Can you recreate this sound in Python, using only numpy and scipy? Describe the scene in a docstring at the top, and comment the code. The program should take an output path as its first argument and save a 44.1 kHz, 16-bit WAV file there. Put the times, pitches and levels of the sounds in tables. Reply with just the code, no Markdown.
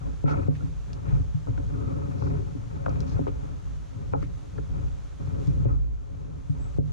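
"""A hollow plastic kayak booms, rocks and grinds over sand as someone climbs out onto a muddy bank.
Feet and hands knock and scuff the hull, and the river rumbles against it. This comes up through the
mount of a camera on the deck and shakes its two microphones, often in opposite directions.
Through the air, leaves hiss, grass rustles, twigs snap and a small bird calls near the end.
The camera's limiter turns the sound down for a moment at the hardest blows."""
import sys
import numpy as np
from scipy import signal
from scipy.fft import rfft, irfft, next_fast_len
from scipy.io import wavfile
from scipy.ndimage import uniform_filter1d, minimum_filter1d, map_coordinates

SR = 44100
rng = np.random.default_rng(int(sys.argv[2]) if len(sys.argv) > 2 else 0)


def wav_record(signal):
    """Record a signal, one row per channel, as 16-bit PCM in the file named by sys.argv[1]."""
    frames = np.transpose(np.atleast_2d(signal))
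    bounded = np.clip(frames, -1, 1)
    # unit amplitude maps onto the largest positive 16-bit level
    quanta = np.round(bounded * 32767).astype(np.int16)
    wavfile.write(sys.argv[1], SR, quanta)


N = 305436

# The force of the keel's slow judder on sand. Each row: frequency in Hz, relative level in dB.
JUDDER_TONE = [(150, -19.5), (240, -3), (290, -5.5), (430, -7), (600, -11.5), (1200, -57)]
# The tone of dry twigs and stems snapping. Each row: frequency in Hz, relative level in dB.
SNAP_TONE = [(1500, -7.5), (3000, -7.5), (4200, 2.5), (6300, 0), (7800, -15), (10000, -26), (14000, -49.5)]


def amp(db):
    """Turn decibels into a gain."""
    return 10 ** (np.asarray(db) / 20)


def unit(x):
    """Scale x to an average (rms) level of 1."""
    return x / np.sqrt(np.mean(x ** 2) + 1e-20)


def steady(x, seconds):
    """Hold a stereo sound near level 1, averaged over the given time."""
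    power = uniform_filter1d(np.mean(x ** 2, axis=0), size=round(seconds * SR))
    return x / np.sqrt(np.abs(power) + 1e-12)


def wobble(rate, size=N):
    """A smooth random curve with `rate` new values a second."""
    return map_coordinates(rng.standard_normal(int(size * rate / SR) + 4), [np.arange(size) * rate / SR])


def filtered(x, response):
    """Multiply each frequency in x by response(hz)."""
    size = x.shape[-1]
    padded = next_fast_len(size + SR // 2)
    return irfft(rfft(x, padded) * response(np.fft.rfftfreq(padded, 1 / SR)), padded)[..., :size]


def colour(x, points):
    """Shape the tone of x along a line of (Hz, dB) points."""
    point_hz, db = np.transpose(points)
    return filtered(x, lambda hz: amp(np.interp(np.log(hz + 1), np.log(point_hz), db)))


def resonance(hz, centre, width):
    """The response of one ringing note; narrower rings longer."""
    return 1j * hz * width / (centre ** 2 - hz ** 2 + 1j * hz * width)


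def add(track, start, sound):
    """Mix a sound into the track, `start` seconds in."""
    part = track[..., max(round(start * SR), 0):][..., :sound.shape[-1]]
    part += sound[..., :part.shape[-1]]


def grains(rate, spread_db):
    """Tiny random slips, about `rate` a second, some stronger than the rest."""
    slips = (rng.random(N) < rate / SR) * rng.standard_normal(N)
    return unit(slips * amp(spread_db * rng.standard_normal(N)))


def hull_ring(travel_s=0.001125, right_lag_radians=0.4, detune=0, spot_db=0):
    """The hull rings after one push; its load can detune each note, and the spot hit can vary its level."""
    # The hull's natural notes. Each row: pitch in Hz, width in Hz, left and right gain in dB,
    # direction (1 if the two sides move together, -1 if opposite).
    notes = [(54.86, 8.3, -15, 0.5, -1), (91.2, 26.8, 2.5, -6.5, 1), (110, 4.6, 5.5, -10, 1),
             (138, 53, -1.5, -2, -1), (150.6, 5.8, -13, 0.5, -1), (264.3, 16.2, -29.5, 1.5, -1),
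             (286.4, 37.6, -6, -17.5, 1), (399.2, 67, -8, -21.5, -1), (435, 20, -13.5, -6.5, -1),
             (521, 33.6, -5.5, -8.5, -1), (545.5, 15.3, -7, -7, -1), (682, 60, -8, -10.5, -1),
             (837, 103, -8.5, -9.5, -1), (1015, 310, -14.5, -23, -1), (1270, 61, -47, -4.5, -1),
             (1408, 135, -32.5, -13, 1), (2270, 630, -22, -78, -1)]
    hz = np.fft.rfftfreq(SR, 1 / SR)
    pair = np.zeros((2, len(hz)), complex)
    for centre, width, left_db, right_db, direction in notes:
        load, spot = rng.standard_normal(2)
        note = amp(spot_db * spot) * resonance(hz, centre * (1 + detune * load), width)
        pair += np.outer([amp(left_db), np.sign(direction) * amp(right_db)], note)
    pair[1] *= np.exp(-1j * right_lag_radians * np.minimum(hz / 700, 1))
    # High bending waves run faster, so a blow arrives as a falling chirp; 1 kHz takes travel_s.
    bending = np.exp(-4j * np.pi * travel_s * np.sqrt(hz * 1000))
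    return irfft(pair * bending)[:, :SR // 2]


def through(ring, force):
    """The hull's left and right motion under a force."""
    return signal.oaconvolve(force[None], ring, axes=1)[:, :len(force)]


def shove_db(effect, rest_db, fall_db_per_s, lag_s=0, build_s=0.017):
    """Each shove builds, holds and fades; in between, the current keeps the hull stirring at rest_db."""
    # Shifts of body weight. Each row: start and length in seconds, then how strongly
    # the hull flexes, grinds and rocks, each in relative dB.
    shoves = [(0.0, 0.088, -31, -49, -32.5), (0.246, 0.094, -28, -33.5, -33.5),
              (0.313, 0.18, -25, -43.5, -39), (0.594, 0.13, -33.5, -77, -28.5),
              (0.874, 0.25, -33, -51, -41), (1.043, 0.11, -24.5, -45, -25),
              (1.458, 0.24, -29.5, -49.5, -30), (1.714, 0.46, -26.5, -46, -46),
              (2.196, 0.17, -23, -42, -32), (2.455, 0.21, -32, -53, -56),
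              (2.693, 0.42, -30.5, -47.5, -37.5), (2.854, .16, -24.5, -44, -34.5),
              (3.11, 0.09, -24.5, -43.5, -33.5), (3.258, 0.27, -33, -50.5, -34),
              (3.624, 0.13, -35.5, -61, -32), (3.94, 0.14, -31.5, -55, -40),
              (4.118, 0.029, -19.5, -45, -28.5), (4.528, 0.078, -29, -56, -34),
              (4.682, 0.16, -28, -49, -27.5), (5.191, 0.21, -26.5, -49, -29.5),
              (5.454, 0.18, -24.5, -50.5, -27.5), (5.643, 0.015, -22.5, -38.5, -24.5),
              (5.723, 0.076, -60, -77, -24.5), (6.087, 0.26, -35.5, -58.5, -39.5),
              (6.54, 0.14, -34, -51, -31.5), (6.745, 0.082, -28.5, -76.5, -28.5)]
    column = ("flex", "grind", "rock").index(effect)
    power = np.full(N, amp(rest_db) ** 2)
    for start, length, *levels_db in shoves:
        t = np.arange(N) / SR - start - lag_s
        release_db = fall_db_per_s * np.maximum(t - length, 0)
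        power += (np.clip(t / build_s, 0, 1) * amp(levels_db[column] - release_db)) ** 2
    return 10 * np.log10(power)


def flexing(ring, flex_db=-3.5, twist_db=-6):
    """Shifting weight drums softly on the panels and twists the shell."""
    # The force that bends the shell. Each row: frequency in Hz, relative level in dB.
    weight_tone = [(40, -50), (62, 0), (80, 1), (160, 1), (290, -11.5), (400, -12.5), (600, -21.5),
                   (1500, -57)]
    press, twist = (colour(grains(rate=2000, spread_db=0.5), weight_tone) for _ in range(2))
    twisting = through(ring * [[1], [-1]], twist)  # flips the right side
    panels = steady(through(ring, press) + amp(twist_db) * twisting, seconds=0.061)
    return amp(shove_db("flex", rest_db=-42, fall_db_per_s=92) + flex_db) * panels


def rocking(ring, rumble_db=-4, hum_db=-3, hum_hz=54.3, drift_radians=0.74):
    """The heavy boat rocks a little after each shove, and its lowest note rumbles and hums."""
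    # The force that rocks the boat. Each row: frequency in Hz, relative level in dB.
    sway_tone = [(12, -24.5), (25, 2.5), (40, 7.5), (56, -5), (68, -11.5), (95, -52), (250, -92.5)]
    rumble = steady(through(ring, colour(rng.standard_normal(N), sway_tone)), seconds=0.11)
    phase = 2 * np.pi * hum_hz * np.arange(N) / SR + drift_radians * wobble(5)
    hum = unit(through(ring, np.sin(phase)))
    sway_db = shove_db("rock", rest_db=-64, fall_db_per_s=46.5, lag_s=0.021)
    return amp(sway_db) * (amp(rumble_db) * rumble + amp(hum_db) * hum)


def grinding(ring, judder_db=-5, judder_growth=0.83):
    """Sand slips under the keel: a gentle drag mostly shakes the panels, a hard one turns brighter."""
    # The rubbing force of sand. Each row: frequency in Hz, relative level in dB.
    sand_tone = [(300, -12), (450, 10.5), (900, 6), (1400, -0.5), (2600, -2.5), (3200, -38), (6000, -34.5),
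                 (12000, -45)]
    effort_db = shove_db("grind", rest_db=-57.5, fall_db_per_s=143)
    fine_slips = grains(rate=15000, spread_db=2.5) * amp(2.2 * wobble(70))
    rasp = steady(through(ring, colour(fine_slips, sand_tone)), seconds=0.12)
    slow_slips = grains(rate=2200, spread_db=2.0) * amp(4 * wobble(40))
    judder = unit(through(ring, colour(slow_slips, JUDDER_TONE)))
    return amp(effort_db) * rasp + amp(judder_growth * effort_db + judder_db) * judder


def river(left_db=-46, right_db=-43, swell_db=2.5):
    """The river rumbles against the hull, differently on its two sides."""
    # The tone of water pushing on the hull. Each row: frequency in Hz, relative level in dB.
    rumble_tone = [(15, -11), (30, 11), (55, 10), (110, 8.5), (170, -21), (300, -33.5), (1500, -100)]
    pair = unit(colour(rng.standard_normal((2, N)), rumble_tone))
    return amp(np.array([[left_db], [right_db]]) + swell_db * wobble(4.08)) * pair


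def leaves(gain_db=9.0, side_db=-4, right_db=1.5, spread_hz=8000):
    """Leaves and moving water make a soft hiss that sounds wider in the treble."""
    # The tone of the hiss. Each row: frequency in Hz, relative level in dB.
    hiss_tone = [(300, 12.5), (1300, 11.5), (2000, 5), (3600, 3.5), (5000, -0.5), (6400, 3), (7600, -3.5),
                 (8300, -8.5), (10300, -10.5), (12500, -20), (14000, -27)]
    # The hiss holds, then lifts and dips near the end. Each row: time in seconds, relative level in dB.
    hiss_levels = [(5.3, -67), (5.456, -64.5), (5.876, -74), (6.644, -68.5), (6.75, -69)]
    mid, side = colour(rng.standard_normal((2, N)), hiss_tone)
    side = filtered(side, lambda hz: np.minimum(amp(side_db) * np.hypot(1, (hz / spread_hz) ** 2), 1))
    pair = unit(np.array([mid + side, (mid - side) * amp(right_db)]))
    level_db = np.interp(np.arange(N) / SR, *np.transpose(hiss_levels))
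    flutter_db = 0.6 * wobble(11)
    return amp(level_db + gain_db + flutter_db) * pair


def knocks(scuff_db=-34, scuff_fade_s=0.15, panel_cycles=16, deck_hz=270, deck_width_hz=90):
    """Each blow pushes the shell in and lets it go; the struck panel rings on, and hard edges scuff."""
    # Feet and hands hitting the hull. Each row: time in seconds, peak in dB, contact pitch in Hz (low
    # for a soft sole, high for a hard edge), panel note in Hz, its gain in dB, hollow deck's gain in dB.
    blows = [(0.241, -3, 350, 145.4, 17, -0.5), (0.483, -4, 300, 145, 11.5, -3.5),
             (0.635, -19.5, 212, 153, 21, 5), (1.126, -10, 110, 134, 11, 7),
             (1.199, -17, 199, 88.6, 16, -3.5), (1.345, -13.5, 102, 147.5, 13, 1),
             (1.47, -26, 764, 513, 18, -1), (1.484, -16.5, 335, 116, 18, 1), (1.581, -23, 475, 133, 17, 11),
             (2.222, -19, 620, 127, 4, 6), (2.55, -25, 272, 282, 18.5, -5),
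             (2.863, -15.5, 720, 624, 13, -7), (2.882, -16.5, 810, 585, 15, 9),
             (3.134, -18.5, 88.5, 103, 32, 0), (3.192, -12, 376, 233, 5.3, 0),
             (3.212, -17, 230, 267, 13, -1.5), (3.268, -17, 860, 435, 15, 10),
             (3.281, -17, 560, 426, 18, 11), (4.136, -3.5, 740, 475, 11, 7.5),
             (4.147, -9.5, 347, 860, 41, 5), (4.228, -23, 327, 284, 11.5, -3.5),
             (4.585, -21, 443, 454, 9.2, 5), (5.477, -12, 246, 139, 26, 1.5),
             (5.598, -14, 129, 140, 6.9, -2), (5.655, -7, 317, 124, 16, -10),
             (6.496, -12, 138, 144, 12.5, -1), (6.785, 0.5, 285, 152, 3.6, -7.5)]
    out, t = np.zeros((2, N)), np.arange(SR // 3) / SR
    lead_s = 0.008
    for start, db, contact_hz, panel_hz, ring_db, deck_db in blows:
        phase = 2 * np.pi * contact_hz * (t[:round(2 * lead_s * SR)] - lead_s)
        push = -phase * np.exp(-phase * phase / 2)
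        scuff = amp(scuff_db - 60 * t / scuff_fade_s) * contact_hz / 700 * rng.standard_normal(len(t))
        fade = amp(-60 * t * panel_hz / panel_cycles)
        panel = amp(ring_db) * 2 * fade / fade.sum() * np.cos(2 * np.pi * panel_hz * t)
        force = signal.fftconvolve((t == 0) + panel + scuff, push)[:len(t)]
        force = filtered(force, lambda hz: 1 + (amp(deck_db) - 1) * resonance(hz, deck_hz, deck_width_hz))
        blow = through(hull_ring(detune=0.018, spot_db=1.5), force)
        add(out, start - lead_s, amp(db) * blow / np.abs(blow).max())
    return out


def sliding(ring, squeak_width=0.023, hoarse_per_s=0.12, catch_db=-0.5):
    """The sliding hull shudders and squeaks at a wandering pitch; longer slides are hoarser."""
    # Plastic sliding on wet sand. Each row: start and length in seconds,
    # shudder level in dB, squeak level in dB, squeak pitch in Hz.
    slides = [(0.255, 0.1, -50, -35, 1350), (0.279, 0.041, -48, -29.5, 850),
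              (0.372, 0.055, -30.5, -44, 1334), (0.6, 0.043, -39.5, -48.5, 1340),
              (1.695, 0.39, -36, -50.5, 1196), (2.182, 0.28, -41.5, -39.5, 400),
              (5.331, 0.13, -38, -63, 1324), (5.677, 0.09, -43, -53, 1225)]
    shudder = steady(through(ring, colour(rng.standard_normal(N), JUDDER_TONE)), seconds=0.063)
    out, t = np.zeros((2, N)), np.arange(N) / SR
    wandering_time = np.cumsum(1 + 0.04 * wobble(35)) / SR
    for start, length, shudder_db, squeak_db, squeak_hz in slides:
        width_hz = squeak_hz * (squeak_width + hoarse_per_s * length)
        grip = filtered(rng.standard_normal(N), lambda hz: 1 / (1 + (hz / width_hz) ** 2))
        grip *= amp(catch_db * wobble(45))
        tone = np.sin(2 * np.pi * squeak_hz * wandering_time)
        squeak = steady(through(ring, grip * tone), seconds=0.096)
        progress = np.clip((t - start) / length, 0, 1)
        swell = 2 * np.sqrt(progress * (1 - progress))
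        out += swell * (amp(shudder_db) * shudder + amp(squeak_db) * squeak)
    return out


def grass():
    """Stems brush past one another in short swells of tiny dry snaps."""
    # Grass brushed on the bank. Each row: start in seconds, length in seconds, level in dB.
    rustles = [(0.264, 0.087, -57.5), (2.15, 0.19, -61.5), (3.05, 0.11, -57.5)]
    snaps = np.array([grains(rate=4000, spread_db=3) for _ in range(2)])
    t = np.arange(N) / SR
    swells = sum(amp(db) * np.sin(np.pi * np.clip((t - start) / length, 0, 1))
                 for start, length, db in rustles)
    return swells * unit(colour(snaps, SNAP_TONE))


def scuffs(width_hz=1500, right_db=-2):
    """A gritty sole wipes over the shell: a dry rasp that bites quickly and trails off."""
    # Wipes of a sole. Each row: start and length in seconds, left level in dB, rasp pitch in Hz.
    wipes = [(0.271, 0.073, -49, 2120), (0.548, 0.028, -52.5, 1990), (1.078, 0.046, -53, 1880),
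             (1.574, 0.017, -55.5, 1880), (3.272, 0.034, -53.5, 2400), (4.218, 0.051, -51.5, 1620)]
    slips = np.array([grains(rate=6000, spread_db=3) for _ in range(2)])
    out = np.zeros((2, N))
    for start, length, db, centre_hz in wipes:
        progress = np.linspace(0, 1, round(length * SR))
        grit = slips[:, round(start * SR):][:, :len(progress)]
        rasp = unit(filtered(grit, lambda hz: resonance(hz, centre_hz, width_hz) ** 2))
        add(out, start, amp([[db], [db + right_db]]) * np.sin(np.pi * np.sqrt(progress)) * rasp)
    return out


def twigs(fade_s=0.013, tail_db=-16, tail_fade_s=0.12):
    """Twigs and grit snap on the bank, each with a short crumbling tail."""
    # Dry snaps. Each row: start in seconds, peak in dB.
    snaps = [(0.9314, -35), (2.8928, -45), (3.0043, -32), (4.2255, -46), (5.472, -45)]
    out, t = np.zeros((2, N)), np.arange(SR // 10) / SR
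    for start, db in snaps:
        fade = amp(-60 * t / fade_s) + amp(tail_db - 60 * t / tail_fade_s)
        noise = rng.standard_normal(len(t)) + rng.standard_normal((2, len(t)))  # centred plus wide
        snap = colour(fade * noise, SNAP_TONE)
        add(out, start, amp(db) * snap / np.abs(snap).max())
    return out


def rim_taps(fade_s=0.022, width_hz=330):
    """Hard edges tap the stiff cockpit rim, which answers with one short high note."""
    # Taps on the rim. Each row: start in seconds, peak in dB, pitch in Hz.
    taps = [(1.576, -45, 1490), (2.861, -27, 1375), (4.134, -42, 2350), (4.225, -38, 1220),
            (4.581, -40.5, 1460)]
    out, t = np.zeros((2, N)), np.arange(SR // 10) / SR
    for start, db, note_hz in taps:
        noise = 2 * rng.standard_normal(len(t)) + rng.standard_normal((2, len(t)))
        clack = filtered(amp(-60 * t / fade_s) * noise, lambda hz: resonance(hz, note_hz, width_hz) ** 2)
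        add(out, start, amp(db) * clack / np.abs(clack).max())
    return out


def bird(waver_hz=25):
    """A small bird gives thin whistles that slide up and level off."""
    # The calls. Each row: start and length in seconds, first and top pitch in Hz, level in dB.
    calls = [(6.463, 0.07, 7900, 8170, -72), (6.568, 0.14, 6800, 7860, -66.5)]
    out = np.zeros(N)
    for start, length, first_hz, top_hz, db in calls:
        progress = np.linspace(0, 1, round(length * SR))
        hz = top_hz + (first_hz - top_hz) * np.exp(-6 * progress) + waver_hz * wobble(196, len(progress))
        whistle = np.sin(2 * np.pi * np.cumsum(hz) / SR)
        add(out, start, amp(db) * np.sin(np.pi * progress) * whistle)
    return out


def tree_echo(x, echo_db=-4, fade_s=0.58):
    """A far sound together with its scattered echo from the trees."""
    t = np.arange(SR // 2) / SR
    tail = rng.standard_normal((2, len(t))) * amp(-60 * t / fade_s)
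    echo = signal.oaconvolve(x[None], tail / np.linalg.norm(tail[0]), axes=1)[:, :N]
    return x + amp(echo_db) * echo


def scene():
    """The hull is heard through the mount, and the river bank through the air."""
    ring = hull_ring()
    contacts = knocks() + rim_taps() + scuffs()
    hull = contacts + grinding(ring) + sliding(ring) + flexing(ring) + rocking(ring) + river()
    return hull + leaves() + twigs() + grass() + tree_echo(bird())


def record(dry, ceiling_db=-10.5, release_db_per_s=130, top_hz=14000):
    """The limiter turns down at once on a peak and creeps back; everything above top_hz is cut."""
    peak_db = 20 * np.log10(np.abs(dry).max(axis=0) + 1e-9)
    over_db = np.maximum(peak_db - ceiling_db, 0)
    ramp = release_db_per_s * np.arange(N) / SR
    cut_db = np.maximum.accumulate(over_db + ramp) - ramp  # each cut shrinks at the release rate
    gain = uniform_filter1d(minimum_filter1d(amp(-cut_db), size=128), size=128)
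    return filtered(dry * gain, lambda hz: hz < top_hz)


dry = scene()
out = record(dry)
wav_record(out)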